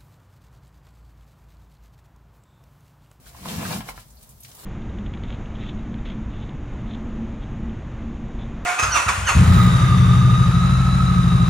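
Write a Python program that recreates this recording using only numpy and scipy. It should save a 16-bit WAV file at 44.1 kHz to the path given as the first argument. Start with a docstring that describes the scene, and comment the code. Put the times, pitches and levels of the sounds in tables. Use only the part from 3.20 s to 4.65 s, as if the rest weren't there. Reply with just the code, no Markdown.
"""Seed tray and watering can

A plastic seed tray full of compost is dragged over a gritty bench. It sticks and slips, so it
judders and booms over the crunch of the grit, then knocks as it is let go. The first drops spit
from the rose of a watering can and thicken into a fine spray that fizzes on the plastic and patters
on the compost. Around it all is a small hard-walled room with a low background rumble."""
import sys
import numpy as np
from scipy import signal
from scipy.fft import rfft, irfft
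from scipy.io import wavfile
from scipy.ndimage import uniform_filter1d

SR = 44100
rng = np.random.default_rng(int(sys.argv[2]) if len(sys.argv) > 2 else 0)


def store_pcm(level_fs):
    """Save levels as 16-bit WAV."""
    pcm = np.round(np.clip(level_fs, -1, 1) * 32767).astype(np.int16)
    wavfile.write(sys.argv[1], SR, np.atleast_2d(pcm).T)


N = 63945
T = np.arange(N) / SR

# Tone of the background rumble and hiss. Each row: frequency in Hz, relative level in dB.
RUMBLE_EQ = [(20, -26), (33, -17), (48, 1.5), (65, 2), (90, -6.5), (130, -2.5), (175, -13.5), (230, -12.5),
             (330, -24.5), (600, -20), (1200, -25.5), (2500, -35), (6000, -30), (16000, -28.5)]
# How centred the background sits. Each row: frequency in Hz, left-right likeness from 0 to 1.
RUMBLE_LIKENESS = [(30, 0.79), (120, 1), (300, 0.58), (600, 0.37), (1200, 0), (3000, .05), (16000, 0)]
# Tone of the reverb. Each row: frequency in Hz, gain on the reverb return in dB.
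REVERB_EQ = [(60, -18), (200, -24.5), (500, -4), (1200, -5), (4000, 0), (16000, 4)]

# Swell of the spray on plastic, then on compost. Each row: time in seconds, level in dB.
FIZZ_FADER = [(.8, -84), (.87, -62.5), (.95, -69), (1.03, -53), (1.07, -64), (1.11, -58.5), (1.15, -67),
              (1.228, -56), (1.245, -50.5), (1.29, -52.5), (1.34, -54.5), (1.38, -50), (1.45, -46)]
PATTER_FADER = [(.8, -71.5), (1.0, -67), (1.1, -64.5), (1.22, -94), (1.29, -55), (1.35, -60.5),
                (1.41, -51.5), (1.45, -51)]
# Tone of the bright fizz and the dull patter. Each row: frequency in Hz, relative level in dB.
FIZZ_EQ = [(400, -18), (1500, -14), (2300, -5), (3600, 1), (5500, -1.5), (8500, 0.5), (12000, -1),
           (16000, -2)]
PATTER_EQ = [(100, -20), (300, -2), (600, -2), (1000, 1.5), (1500, -4.5), (2200, -11.5), (5000, -29),
             (16000, -52)]
# Single drops that stand out of the spray. 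Each row: start in seconds, relative level in dB,
# centre in Hz, width in octaves, decay in seconds.
SPITS = [(.904, -43.5, 7300, 0.43, 0.0066), (0.955, -44, 12400, 0.16, .002),
         (0.971, -43.5, 4560, 0.11, 0.0076), (1.028, -38, 11200, 0.31, 0.0024),
         (1.073, -42, 12300, .3, .002), (1.0915, -37, 9100, 0.55, 0.0079),
         (1.205, -29.5, 11200, .25, 0.0033), (1.234, -29.5, 11000, 0.96, 0.0033),
         (1.248, -31.5, 3070, 0.98, 0.0048), (1.3153, -36, 5000, 0.67, 0.0048),
         (1.349, -31, 10900, 1, 0.0035), (1.398, -33, 8900, .6, .002)]

# Bench thumps. Each row: start in seconds, level in dB, pitch in Hz, decay in seconds.
BENCH_THUMPS = [(.145, -40.5, 62, 0.028), (0.224, -42, 70, .04), (0.359, -29, 87, 0.028),
                (.6, -34, 57.6, 0.027), (0.616, -41, 126.8, 0.054), (0.688, -43, 46.6, 0.13),
                (.778, -35.5, 105, 0.016)]
# Knocks of the tray. 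Each row: start in seconds, relative level in dB, centre in Hz,
# width in octaves, decay of the crack in seconds.
TRAY_KNOCKS = [(0.064, -41, 1325, 0.27, 0.0064), (.148, -31.5, 1020, 0.23, 0.0036),
               (0.2576, -24.5, 950, 0.32, 0.0022), (0.285, -24.5, 3300, 0.31, 0.0076),
               (.453, -21.5, 1320, 0.32, 0.0081), (.5065, -25.5, 780, 0.41, 0.0082),
               (.527, -22, 4000, 0.31, 0.0027), (.607, -25.5, 1200, 1.45, 0.0022),
               (0.6881, -24, 900, 0.72, 0.0049), (.689, -18.5, 2276, 0.1, 0.0014),
               (.696, -31, 1040, 0.33, 0.0033), (.744, -41, 814, .6, 0.0025),
               (.778, -28, 1235, 0.47, 0.0022)]
# Ring of knocked plastic. Each row: pitch in Hz, relative level in dB, seconds to fall 60 dB.
KNOCK_RING = [(798, 0.5, 0.05), (896, 2.5, 0.031), (1017, -2.5, 0.049), (1356, -3.5, 0.073),
              (1673, 4, 0.028), (2160, 1.5, 0.021), (2930, -17, 0.026)]
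# Shape of the drag's grit, rattle and boom. Each row: time in seconds, level in dB.
GRIT_FADER = [(0, -69), (.04, -64.5), (.072, -49.5), (.13, -62), (.16, -53), (.22, -50), (.29, -39),
              (.39, -41.5), (.47, -39.5), (.53, -37), (.576, -40), (.63, -56), (.665, -49), (.692, -40.5),
              (.73, -60.5), (.77, -50), (.8, -50), (.85, -67.5)]
RATTLE_FADER = [(0, -71), (.07, -61), (.13, -61), (.22, -54), (.26, -42.5), (.31, -39.5), (.37, -43),
                (.42, -35.5), (.48, -42), (.53, -31), (.6, -51), (.635, -54.5), (.66, -53), (.695, -42),
                (.725, -59.5), (.77, -57), (.795, -61), (.84, -78)]
BOOM_FADER = [(0, -70), (.13, -72), (.2, -50), (.24, -39), (.32, -34.5), (.36, -32.5), (.385, -27.5),
              (.42, -34), (.48, -31.5), (.51, -32), (.595, -30), (.635, -47.5), (.7, -50), (.85, -67)]
# Tone of the same three layers. Each row: frequency in Hz, relative level in dB.
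GRIT_EQ = [(300, -46), (1200, -3.5), (2500, -1.5), (4200, -1), (5500, -2.5), (8000, -4), (12000, -6),
           (16000, -10)]
RATTLE_EQ = [(100, -23.5), (300, 2), (500, 0), (900, 4), (1300, -5.5), (1900, -6.5), (2800, -7.5),
             (5000, -22.5), (16000, -34)]
BOOM_EQ = [(30, -15), (80, -1), (225, -3.5), (270, -5.5), (330, -13), (600, -34), (3000, -53)]
# Resonances of the tray's cells (low) and walls (high).
# Each row: pitch in Hz, bandwidth in Hz, relative level in dB.
CELL_MODES = [(77, 25, -13), (121, 26, 0.5), (161.5, 27, 3.5), (193.8, 26.3, 2.5), (236.4, 16, -2)]
WALL_MODES = [(367, 29, -7.5), (513.7, 44, 2.5), (640, 41, -1.5), (702, 8.8, -3), (833, 41, -2),
              (940, 48, -3), (1070, 116, 2.5), (1350, 120, -12), (1744, 41, -6.5), (2790, 85, -8.5)]

RUMBLE_DB, WATER_SEND_DB, LEFT_OVER_RIGHT_DB = -50.5, -2.5, 0.45
BASS_T60_S, TREBLE_T60_S, TAIL_SHIFTS_PER_S = 0.25, 0.067, 9.01
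FIZZ_PER_S, PATTER_PER_S, GRIT_PER_S, RATTLE_PER_S = 1500, 1000, 3000, 1600
JUDDER_HZ, JUDDER_WANDER = 122, 0.07  # stick-slip rate, and its drift as a share of that rate
TREBLE_SPREAD = 0.85  # share of the bright layers' power that differs between the ears
LEFT_LAG_SAMPLES, HIGH_CUT_HZ = 4, 15900


def amp(db):
    """Decibels to gain."""
    return 10 ** (np.asarray(db) / 20)


def unit(x):
    """Scales to rms 1."""
    return x / np.sqrt(np.mean(x ** 2) + 1e-20)


def curve_at(points, hz):
    """Reads a curve on a log-frequency axis."""
    f, value = np.transpose(points)
    return np.interp(np.log(hz + 1), np.log(f + 1), value)


def fader(points):
    """Rides the gain along a dB curve, then fades at 77 dB a second after its last point."""
    times, db = np.transpose(points)
    return amp(np.interp(T, times, db) - 77 * np.maximum(T - times[-1], 0))


def place(mix, start_s, sound):
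    """Lays a sound into the mix at its cue."""
    part = mix[:, max(round(start_s * SR), 0):]
    part[:, :sound.shape[-1]] += sound[..., :part.shape[1]]


def eq(x, points, size=2048):
    """Minimum-phase EQ: shapes the tone with no ringing ahead of an attack."""
    log_gain = np.log(amp(curve_at(points, abs(np.fft.fftfreq(size, 1 / SR)))))
    taps = np.fft.ifft(np.exp(np.conj(signal.hilbert(log_gain)))).real
    return signal.oaconvolve(x, taps[None], axes=1)[:, :N]


def resonate(x, modes):
    """Plays a signal through damped resonances; the narrow ones ring longest."""
    t = T[:SR // 4]
    body = np.zeros(len(t))
    for hz, width_hz, db in modes:
        envelope = amp(db) * np.sqrt(width_hz) * np.exp(-np.pi * width_hz * t)
        body += envelope * np.sin(2 * np.pi * hz * t + rng.uniform(0, 2 * np.pi))
    return signal.oaconvolve(x, body[None], axes=1)[:, :N]


def stereo_noise(length, spread):
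    """White noise, from mono at spread 0 to fully wide at 1."""
    noise = rng.standard_normal((3, length))
    return np.sqrt(1 - spread) * noise[0] + np.sqrt(spread) * noise[1:]


def grains(per_s, size_db, decay_s, spread):
    """A scatter of tiny noise bursts of uneven size, each with an instant attack."""
    sizes = amp(size_db * np.minimum(rng.exponential(1, N), 4))
    hits = sizes * (rng.random(N) < per_s / SR)
    power = signal.lfilter([1], [1, -np.exp(-2 / (decay_s * SR))], hits ** 2 + 1e-12)
    return unit(np.sqrt(power) * stereo_noise(N, spread))


def burst(hz, octaves, decay_s, spread):
    """A dying puff of noise around one frequency."""
    t = T[:SR // 5]
    f = np.fft.rfftfreq(len(t), 1 / SR) + 1
    rolloff = np.sqrt(1 + (np.log2(f / hz) / octaves) ** 6)
    noise = irfft(rfft(stereo_noise(len(t), spread)) / rolloff, len(t))
    return unit(noise) * np.exp(-t / decay_s)


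def room_rumble():
    """The bed: a steady low rumble near the centre, with a faint wide hiss."""
    hz = np.fft.rfftfreq(N, 1 / SR)
    left, separate = rfft(rng.standard_normal((2, N))) * amp(curve_at(RUMBLE_EQ, hz))
    likeness = curve_at(RUMBLE_LIKENESS, hz)
    right = likeness * left + np.sqrt(1 - likeness ** 2) * separate
    return amp(RUMBLE_DB) * unit(irfft(np.array([left, right]), N))


def wall_tail():
    """A short dense tail from close walls, different in each ear; the treble dies first."""
    hz, t, noise = signal.stft(rng.standard_normal((2, SR // 3)), SR, nperseg=256)
    t60_s = curve_at([(200, BASS_T60_S), (12000, TREBLE_T60_S)], hz)
    fade = amp(-60 * t / t60_s[:, None])
    tail = signal.istft(noise * fade / np.linalg.norm(fade, axis=1, keepdims=True), SR)[1]
    tail *= np.minimum(T[:tail.shape[1]] / 0.0029, 1)  # soften the onset
    return tail / np.linalg.norm(tail[0])


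def room_reverb(send, tails=5):
    """The reflections change as tray and can move: the send crossfades from one tail to the next."""
    wet = np.zeros((2, N))
    for k in range(tails):
        share = np.maximum(1 - abs((T * TAIL_SHIFTS_PER_S + k) % tails - 1), 0)
        wet += signal.fftconvolve(send * np.sqrt(share), wall_tail(), axes=1)[:, :N]
    return eq(wet, REVERB_EQ)


def water_spray():
    """Fine drops fizz on the plastic and patter on the compost; a few spit louder."""
    fizz = grains(FIZZ_PER_S, size_db=3, decay_s=0.0012, spread=TREBLE_SPREAD)
    patter = grains(PATTER_PER_S, size_db=1.5, decay_s=0.0017, spread=0.62)
    out = unit(eq(fizz, FIZZ_EQ)) * fader(FIZZ_FADER)
    out += unit(eq(patter, PATTER_EQ)) * fader(PATTER_FADER)
    for start_s, db, hz, octaves, decay_s in SPITS:
        place(out, start_s, amp(db - 8) * burst(hz, octaves, decay_s, TREBLE_SPREAD))
    return out


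def bench_thumps():
    """The bench gives a short low swing when the tray's weight shifts."""
    out, t = np.zeros((2, N)), T[:SR // 2]
    attack = 1 - np.exp(-t / 0.0048)
    for start_s, db, hz, decay_s in BENCH_THUMPS:
        place(out, start_s, amp(db) * attack * np.exp(-t / decay_s) * np.sin(2 * np.pi * hz * t))
    return out


def tray_knocks():
    """Dry cracks of the plastic, each ringing the modes near its own centre most."""
    out, t = np.zeros((2, N)), T[:SR // 5]
    for start_s, db, centre_hz, octaves, crack_s in TRAY_KNOCKS:
        ring = np.zeros(len(t))
        for hz, mode_db, t60_s in KNOCK_RING:
            rolloff = 1 + (np.log2(hz / centre_hz) / octaves) ** 4
            ring += amp(mode_db - 60 * t / t60_s) * np.sin(2 * np.pi * hz * t) / rolloff
        crack = burst(centre_hz, octaves, crack_s, spread=0.4)
        place(out, start_s, amp(db) * (amp(-9) * crack + amp(-12) * ring))
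    return out


def stick_slip():
    """The tray catches and lets go: one click per slip, uneven in pace and strength."""
    drift = unit(uniform_filter1d(rng.standard_normal(N), 200))
    cycles = np.cumsum(JUDDER_HZ * (1 + JUDDER_WANDER * drift)) / SR
    clicks = np.diff(np.floor(cycles), prepend=0)
    return unit(clicks * amp(3.1 * rng.standard_normal(N)))


def tray_drag():
    """Slips boom the tray's cells, while grit rattles its walls and crunches beneath."""
    slips = stick_slip()
    bumps = grains(RATTLE_PER_S, size_db=2.2, decay_s=0.00056, spread=0.53)
    roughness = grains(900, size_db=1.0, decay_s=0.00046, spread=0.015)
    cell_ring = resonate(0.42 * slips + roughness, CELL_MODES)
    boom = unit(eq(cell_ring, BOOM_EQ))
    boom /= np.sqrt(uniform_filter1d((boom ** 2).mean(0), 1800) + 0.05)  # compress before the fader
    wall_ring = unit(resonate(bumps + 1.02 * slips, WALL_MODES))
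    rattle = unit(unit(eq(bumps, RATTLE_EQ)) + amp(-3) * wall_ring)
    crunch = grains(GRIT_PER_S, size_db=2, decay_s=0.00059, spread=TREBLE_SPREAD)
    grit = unit(eq(crunch, GRIT_EQ))
    return boom * fader(BOOM_FADER) + amp(1.5) * rattle * fader(RATTLE_FADER) + grit * fader(GRIT_FADER)


def scene():
    """Tray and water in the room; the left side is a touch louder."""
    tray = tray_drag() + tray_knocks() + bench_thumps()
    spray = water_spray()
    direct = tray + spray
    direct[0] = np.pad(direct[0], (LEFT_LAG_SAMPLES, 0))[:N]  # reaches the left ear a moment later
    reverb = room_reverb(tray + amp(WATER_SEND_DB) * spray)
    balance = amp([[LEFT_OVER_RIGHT_DB / 2], [-LEFT_OVER_RIGHT_DB / 2]])
    return (direct + reverb + room_rumble()) * balance


def record(dry):
    """A steep high cut takes the very top off the mix."""
    high_cut = signal.firwin(511, HIGH_CUT_HZ, window=("kaiser", 9), fs=SR)
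    return signal.oaconvolve(dry, high_cut[None], "same")


dry = scene()
out = record(dry)
store_pcm(out)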